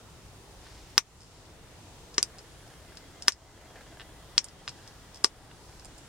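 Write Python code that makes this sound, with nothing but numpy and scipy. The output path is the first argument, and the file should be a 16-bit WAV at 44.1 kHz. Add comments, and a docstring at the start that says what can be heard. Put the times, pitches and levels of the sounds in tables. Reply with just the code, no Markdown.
"""Small flakes snap off a stone point as an antler tine presses on it, over a leather pad on a knee.
Each flake is two close impulses that ring a bank of pad, tine and stone resonances.
Crumbs and grit are tiny impulses; the tine's one slide and the creaking leather are shaped noise.
A quiet yard adds a ground bounce, a short noise tail, air, a hum, a whine and far-off pulsing tones.
The recorder overloads on the hardest snaps and turns its gain down for a moment."""
import sys
import numpy as np
from scipy import signal
from scipy.io import wavfile
from scipy.ndimage import uniform_filter1d

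SR = 44100
rng = np.random.default_rng(int(sys.argv[2]) if len(sys.argv) > 2 else 0)


def to_wav(sig):
    """Store sig (one row per channel, or 1-D mono) as 16-bit WAV at the path in sys.argv[1].

    Samples outside -1..1 are clipped; the rate is SR.
    """
    pcm = np.clip(np.atleast_2d(sig), -1, 1) * 32767
    pcm = np.round(pcm).astype(np.int16)
    wavfile.write(sys.argv[1], SR, pcm.T)  # frames by channels


N = 268128
TIME = np.arange(N) / SR
STONE_HZ, STONE_FROM_HZ = 5250, 4000   # the stone's main pitch; resonances above 4000 Hz belong to the stone
RING_SIZE = 1024   # samples in one strike
CUTOFF_HZ = 16000


def flakes(echo_blur=3.2, echo_shift=1.07, echo_db=-10):
    """A flake starts and breaks free in two cracks; returns the direct sound and a broader one for the yard."""
    # The flakes: start_s, pad_thud_db, tine_knock_db, body_db, stone_ring_db, chip_edge_db,
    # stone_pitch_hz, top_hz, second_crack_lag_ms, second_crack_db (against the first crack)
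    snaps = [(0.9793, 7.5, 17.5, 13, 22.5, 4.5, 5230, 14700, 0.85, -13),
             (2.1806, 11, 8, -1.5, 13.5, 3, 5380, 8440, 0.97, 10),
             (2.2282, -16, -15, -3, 9, 9, 5000, 12400, 0.82, -7),
             (3.282, 4.5, 18, 8.5, 20.5, 6.5, 5250, 14100, 0.61, -17.5),
             (4.379, -12, -5, 12, 19, 6, 5040, 8440, .9, 8.5),
             (4.678, -22, -2, -3, -5.5, -34, 4980, 7500, 0.804, -9),
             (5.2444, 8, 17.5, -10.5, 19, 8, 5110, 11400, 0.24, 8)]
    # The pitches where the five levels above apply, from pad thud to chip edge: pitch_hz
    register_hz = [400, 1300, 2900, 5100, 8200]
    direct, sent = np.zeros((2, 2, N))
    for start_s, *register_db, stone_hz, top_hz, lag_ms, second_db in snaps:
        levels = list(zip(register_hz, register_db))
        level_db_at = lambda hz: at_hz(levels, hz)
        # a slower break is duller
        force = butter(clicks(lag_ms, second_db), top_hz, "low", order=6)
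        add(direct, start_s, strike(force, level_db_at, stone_hz))
        echo = strike(force, level_db_at, stone_hz * echo_shift, echo_blur)
        add(sent, start_s, from_db(echo_db) * echo)
    return direct, sent


def clicks(lag_ms, second_db):
    """Two impulses that share one unit of energy."""
    at = np.arange(RING_SIZE)
    first = at == 0
    second = at == round(abs(lag_ms) * SR / 1000)
    pair = first + from_db(second_db) * second
    return pair / np.sqrt(np.sum(pair ** 2))


def strike(force, level_db_at, stone_hz=STONE_HZ, blur=1):
    """A force rings pad, tine and stone; the grip shifts the stone's pitch, blur widens every resonance."""
    # Pad, tine and stone, damped by the hand: pitch_hz (stone rows shift), width_hz (before blur),
    # level_db (before the force's own level), left_minus_right_db
    resonances = [(394, 98, 7, 1), (644, 83, -11.5, 2), (975, 61, -3, 3.5), (1174, 88, 3, 0),
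                  (1514, 290, -0.5, -3.5), (1817, 263, 4.5, 2), (2745, 630, 0, -1.5), (3360, 1080, -5, 0),
                  (4490, 510, 4.5, 5.5), (5250, 307, 10.5, 5), (6420, 430, -6, -18), (7400, 660, 0.5, -9),
                  (8900, 570, 2, -7), (10480, 1960, -4.5, 0.5), (14870, 2000, -17, 4)]
    # How much later the treble reaches the left ear: pitch_hz, lag_ms
    ear_lag = [(3000, 0), (4600, .015), (5300, .05), (9000, .02)]
    out, at = np.zeros((2, RING_SIZE)), np.arange(RING_SIZE)
    for k, (hz, width, db, side_db) in enumerate(resonances):
        pitch, sign = hz, 1   # pad and tine move with the force
        if hz > STONE_FROM_HZ:
            # the stone's resonances alternate in sign
            pitch, sign = hz * stone_hz / STONE_HZ, (-1) ** (k + 1)
        gain = from_db(db + level_db_at(hz)) / np.sqrt(blur)
        right = resonate(force, pitch, width * blur) * gain
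        lag_samples = at_hz(ear_lag, hz) * SR / 1000
        left = np.interp(at - lag_samples, at, right, left=0)
        out += sign * pan(side_db) * [left, right]
    return out


def crumbs(level_db=18, rebound_ms=4.5, rebound_db=-12, onset_s=0.00063):
    """Crumbs break off the edge, singly or in a short fading run; the tine catches again just after each."""
    # The edge crumbles under the tine: start_s (before onset_s), level_db (before level_db is added),
    # centre_hz, run_s (length of the run of grains; 0 is a single grain)
    ticks = [(0.6657, -31, 1030, 0), (1.2057, -39.5, 5100, .039), (2.142, -35.5, 4700, 0.003),
             (2.384, -35, 4770, 0.0057), (2.971, -31, 4440, 0), (3.2224, -26, 5200, 0),
             (3.276, -24, 5000, .003), (3.3208, -20.5, 5200, 0), (3.9972, -28, 2100, 0.018),
             (4.4424, -25.5, 7350, 0.0013), (4.485, -35.5, 4870, 0), (4.684, -26, 4400, .008),
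             (4.8761, -35, 4740, 0), (5.1446, -35.5, 5200, .027), (5.24, -22, 5470, 0),
             (5.5126, -37, 2100, 0.0014), (5.7958, -37.5, 4930, 0), (5.847, -33.5, 7460, 0.0081),
             (5.98, -39, 7400, 0.0035)]
    longest_gap_s, fade_db_per_s = .015, 130   # within a run; later grains are weaker
    out = np.zeros((2, N))
    for start_s, tick_db, centre_hz, run_s in ticks:
        grain_count = 1 + int(np.ceil(run_s / longest_gap_s))
        for after_s in np.linspace(0, run_s, grain_count):
            db = tick_db + level_db - fade_db_per_s * after_s
            crumb = chip(clicks(rebound_ms, rebound_db), db, centre_hz)
            add(out, start_s + onset_s + after_s, crumb)
    return out


def chip(force, db, centre_hz, below_db=14, above_db=6, top_ratio=1.87):
    """A tiny chip excites the resonances near its own pitch; a low, soft touch has little treble."""
    def level_db_at(hz):
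        """Fall away from the centre by below_db or above_db per octave."""
        octaves = np.log2(hz / centre_hz)
        return db + min(below_db * octaves, -above_db * octaves)
    top_hz = min(top_ratio * centre_hz, CUTOFF_HZ)
    return strike(butter(force, top_hz, "low", order=3), level_db_at)


def grit(level_db=-34, spread_db=6, centre_hz=5500, rebound_ms=3, rebound_db=-6, count=36):
    """Faint grains of stone crush under the tine at random moments."""
    out = np.zeros((2, N))
    for when, size, pitch in 2 * rng.random((count, 3)) - 1:   # each from -1 to 1
        start_s = (when + 1) / 2 * N / SR
        grain_hz = centre_hz * 2 ** (pitch / 2)   # up to half an octave either way
        grain_db = level_db + spread_db * size
        add(out, start_s, chip(clicks(rebound_ms, rebound_db), grain_db, grain_hz))
    return out


def slide(low_hz=1400, high_hz=6000, grains_per_s=4000, ring_width=600, ring_db=-3):
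    """The tine drags along the edge to its first seat: dense fine grains, with a little of the stone's ring."""
    start_s, length_s, attack_s, release_s, level_db = 0.613, 0.19, .03, 0.28, -60
    grains = rng.standard_normal(N) * (rng.random(N) < grains_per_s / SR)
    rub = butter(grains, [low_hz, high_hz], "band")
    rub = rms_one(rub + from_db(ring_db) * resonate(rub, STONE_HZ, ring_width))
    return from_db(level_db) * swell(start_s, length_s, attack_s, release_s) * rub * pan(1.5)


def leather(slip_s=0.0098, uneven=0.17, steady=0.44):
    """The pad sticks and slips under the hand; each slip is a short dull rub."""
    # Resonances of the leather: pitch_hz, width_hz, level_db (against each other, before tilt)
    leather_modes = [(660, 260, 7.5), (1410, 390, -2), (1610, 160, -0.5), (2790, 336, -10.5)]
    # The hand bears down: start_s, length_s (before the release), level_db, tilt_db_per_octave
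    presses = [(2.422, .3, -59.5, 5), (3.479, .5, -55, -2.5), (4.64, .27, -58, 3.5)]
    attack_s, release_s = 0.16, 0.17
    grip_from_s, grip_db = 2.1, -64   # from here on the grip keeps the pad under light strain
    slips_per_s, slowing = 28, 0.31   # under the light grip; a harder press sticks longer (exponent)
    grip = from_db(grip_db) * swell(grip_from_s, N / SR, attack_s, release_s)
    pushes = [from_db(db) * swell(start_s, length_s, attack_s, release_s)
              for start_s, length_s, db, _ in presses]
    strain = np.maximum(grip, sum(pushes))
    load = np.maximum(strain, from_db(grip_db))
    tilt_db = sum(push * row[-1] for push, row in zip(pushes, presses)) / load
    rate = slips_per_s * (from_db(grip_db) / load) ** slowing
    slip_count = np.cumsum(rate * np.exp(uneven * drift(10))) / SR
    since_slip = slip_count % 1 / rate
    rub = rng.standard_normal(N) * (steady + np.exp(-since_slip / slip_s))
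    body = 0
    for hz, width, db in leather_modes:
        mode_gain = from_db(db + tilt_db * np.log2(hz / 1000))
        patchy_rub = rub * from_db(3.4 * drift(14))
        body = body + mode_gain * resonate(patchy_rub, hz, width)
    return strain * rms_one(body)


def yard(x, t60=0.074, gap_s=0.0014, wide_hz=2200, dull_hz=11000):
    """Ground, body and nearby things scatter a brief tail, alike in both ears in the bass."""
    t = TIME[:SR // 4]
    fade = (t > gap_s) * from_db(-60 * t / t60)   # down 60 dB at t60 seconds
    mid, side = rng.standard_normal((2, len(t)))
    wide = mid + butter(side, wide_hz, "high") * [[1], [-1]]
    scatter = butter(wide, dull_hz, "low") * fade
    return signal.fftconvolve(x, scatter / np.sqrt(np.sum(fade ** 2)), axes=1)[:, :N]


def air(patchy_db=1.0, level_db=-51):
    """Distant outdoor rumble, alike in both ears, under a soft hiss that is not."""
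    # Colour of the air: pitch_hz, level_db per Hz (against each other)
    air_colour = [(15, -37), (25, -5), (49, -2.5), (137, -4), (195, -13.5), (326, -10), (363, -14),
                  (394, -12), (677, -16), (1100, -14.5), (1230, -21.5), (1610, -22.5), (2160, -25),
                  (6920, -28), (16000, -43.5)]
    # How alike the two ears are: pitch_hz, likeness (1 is the same, 0 is unrelated)
    likeness = [(60, 0.95), (130, 0.9), (290, 0.82), (640, 0.84), (1410, 0.56), (3100, 0.021),
                (6820, 0.027), (15000, 0.047)]
    # Balance between the ears: pitch_hz, left_minus_right_db
    balance = [(60, 1.5), (110, 1.5), (200, 0), (380, 0), (700, -0.5), (1290, 0.5), (2380, 1), (4400, 4.5),
               (8120, -6.5), (15000, 5.5)]
    out, edges = 0, 22 * 2 ** np.arange(0, 9.9, .5)   # half-octave bands
    white = rng.standard_normal((2, 2, N))
    for k, (low, high) in enumerate(zip(edges, edges[1:])):
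        # neighbouring bands use different noise
        mid, side = butter(white[k % 2], [low, high], "band")
        hz = np.sqrt(low * high)
        alike = np.clip(at_hz(likeness, hz), 0, 1)
        spread = np.sqrt((1 - alike) / (1 + alike)) * side * [[1], [-1]]
        gain = from_db(at_hz(air_colour, hz) + patchy_db * drift(4.4)) * pan(at_hz(balance, hz))
        out = out + gain * (mid + spread)
    return from_db(level_db) * rms_one(out)


def tones(hum_hz=55, hum_width=9, hum_db=-63, whine_hz=8810, waver_hz=35, whine_db=-75.5):
    """A far, wavering hum of narrow noise and a thin electronic whine of steady level, slightly unsteady pitch."""
    hum = resonate(rng.standard_normal(N), hum_hz, hum_width)
    hum = resonate(hum, hum_hz, hum_width)
    whine = sine(whine_hz + waver_hz * drift(80))
    return from_db(hum_db) * rms_one(hum) + from_db(whine_db) * whine * pan(-2.5)


def far_tones(pulse_hz=7, wander=.01, flutter=.018):
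    """Two thin far-off tones pulse and waver, barely above the air."""
    # The tones: start_pitch_hz (before wavering), glide_hz_per_s, level_db (before pulsing)
    far_pitches = [(2100, -52, -73), (3220, 25, -73.5)]
    start_s, length_s, attack_s, release_s = 2.3, 2.6, .6, 1.3
    out = 0
    for hz, glide_hz_per_s, db in far_pitches:
        pulse = 1 + np.sin(2 * np.pi * pulse_hz * TIME + drift(4))
        pulse = pulse * from_db(1.5 * drift(25))
        waver = 1 + wander * drift(12) + flutter * drift(150)
        pitch = (hz + glide_hz_per_s * (TIME - start_s)) * waver
        out = out + from_db(db) * pulse * sine(pitch)
    return swell(start_s, length_s, attack_s, release_s) * out


def from_db(db):
    """Decibels to gain."""
    return 10 ** (np.asarray(db) / 20)


def rms_one(x):
    """Scale to an average strength (rms) of 1."""
    return x / np.sqrt(np.mean(x ** 2) + 1e-20)


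def at_hz(points, hz):
    """Read a table between its rows, with pitch on a log scale."""
    table_hz, values = np.array(points)[:, 0], np.array(points)[:, 1]
    return np.interp(np.log(hz), np.log(table_hz), values)


def pan(db):
    """Left and right gains for a level difference; positive is louder on the left."""
    return from_db(np.array([[db], [-db]]) / 2)


def delay(x, ms):
    """The same sound, a whole number of samples later."""
    lag = max(int(round(ms * SR / 1000)), 0)
    silence = np.zeros(x.shape[:-1] + (lag,))
    return np.concatenate([silence, x[..., :N - lag]], axis=-1)


def butter(x, hz, kind, order=2):
    """Butterworth filter: keeps the lows, the highs or a band."""
    safe_hz = np.clip(hz, 10, .45 * SR)
    return signal.sosfilt(signal.butter(order, safe_hz, kind, fs=SR, output="sos"), x + 1e-18)


def resonate(x, hz, width):
    """A resonance with gain 1 on top; a narrower one rings longer."""
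    r = np.exp(-np.pi * width / SR)
    feed = np.array([1, 0, -1]) * (1 - r * r) / 2
    return signal.lfilter(feed, [1, -2 * r * np.cos(2 * np.pi * hz / SR), r * r], x)


def drift(rate):
    """A random curve with about rate turns a second, scaled to rms 1."""
    knots = rng.standard_normal(1024)
    return rms_one(np.interp(TIME * rate, np.arange(len(knots)), knots))


def sine(hz):
    """A tone that follows a pitch curve; rms 1."""
    return np.sqrt(2) * np.sin(2 * np.pi * np.cumsum(hz) / SR)


def swell(start_s, length_s, attack_s, release_s):
    """Attack, hold until length_s is over, release; height 1."""
    t = TIME - start_s
    return np.clip(t / attack_s, 0, 1) * np.clip(1 - (t - length_s) / release_s, 0, 1)


def add(out, start_s, sound):
    """Mix a short sound in at its start time."""
    start = int(np.clip(round(start_s * SR), 0, N - 1))
    out[:, start:start + sound.shape[1]] += sound[:, :N - start]


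def scene(ground_ms=3.9, ground_db=-16, small_echo_db=-7):
    """Snaps, crumbs and grit with their bounce off the ground, over the quiet yard."""
    snaps, sent = flakes()
    small = crumbs() + grit()
    direct = snaps + small
    ground = from_db(ground_db) * delay(direct, ground_ms)
    tail = yard(sent + from_db(small_echo_db) * small)
    background = air() + tones() + far_tones()
    return direct + ground + tail + leather() + slide() + background


def gain_control(x, threshold_db=-16.0, ratio=1.65, release_s=0.22, attack_hz=12):
    """A burst of power turns the gain down; it creeps back over the next second."""
    power = uniform_filter1d(np.mean(x ** 2, axis=0), size=441)   # averaged over 10 ms
    over_db = np.maximum(10 * np.log10(np.abs(power) + 1e-12) - threshold_db, 1e-6)
    # hold each peak and let it die away with release_s
    held_db = np.exp(np.maximum.accumulate(np.log(over_db) + TIME / release_s) - TIME / release_s)
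    return x * from_db(-ratio * butter(held_db, attack_hz, "low", order=1))


def record(dry):
    """Gain control, overload on the hardest peaks, and the top is cut."""
    loud = np.clip(gain_control(dry), -.95, .95)
    return signal.sosfilt(signal.ellip(10, .1, 80, CUTOFF_HZ, fs=SR, output="sos"), loud)


dry = scene()
out = record(dry)
to_wav(out)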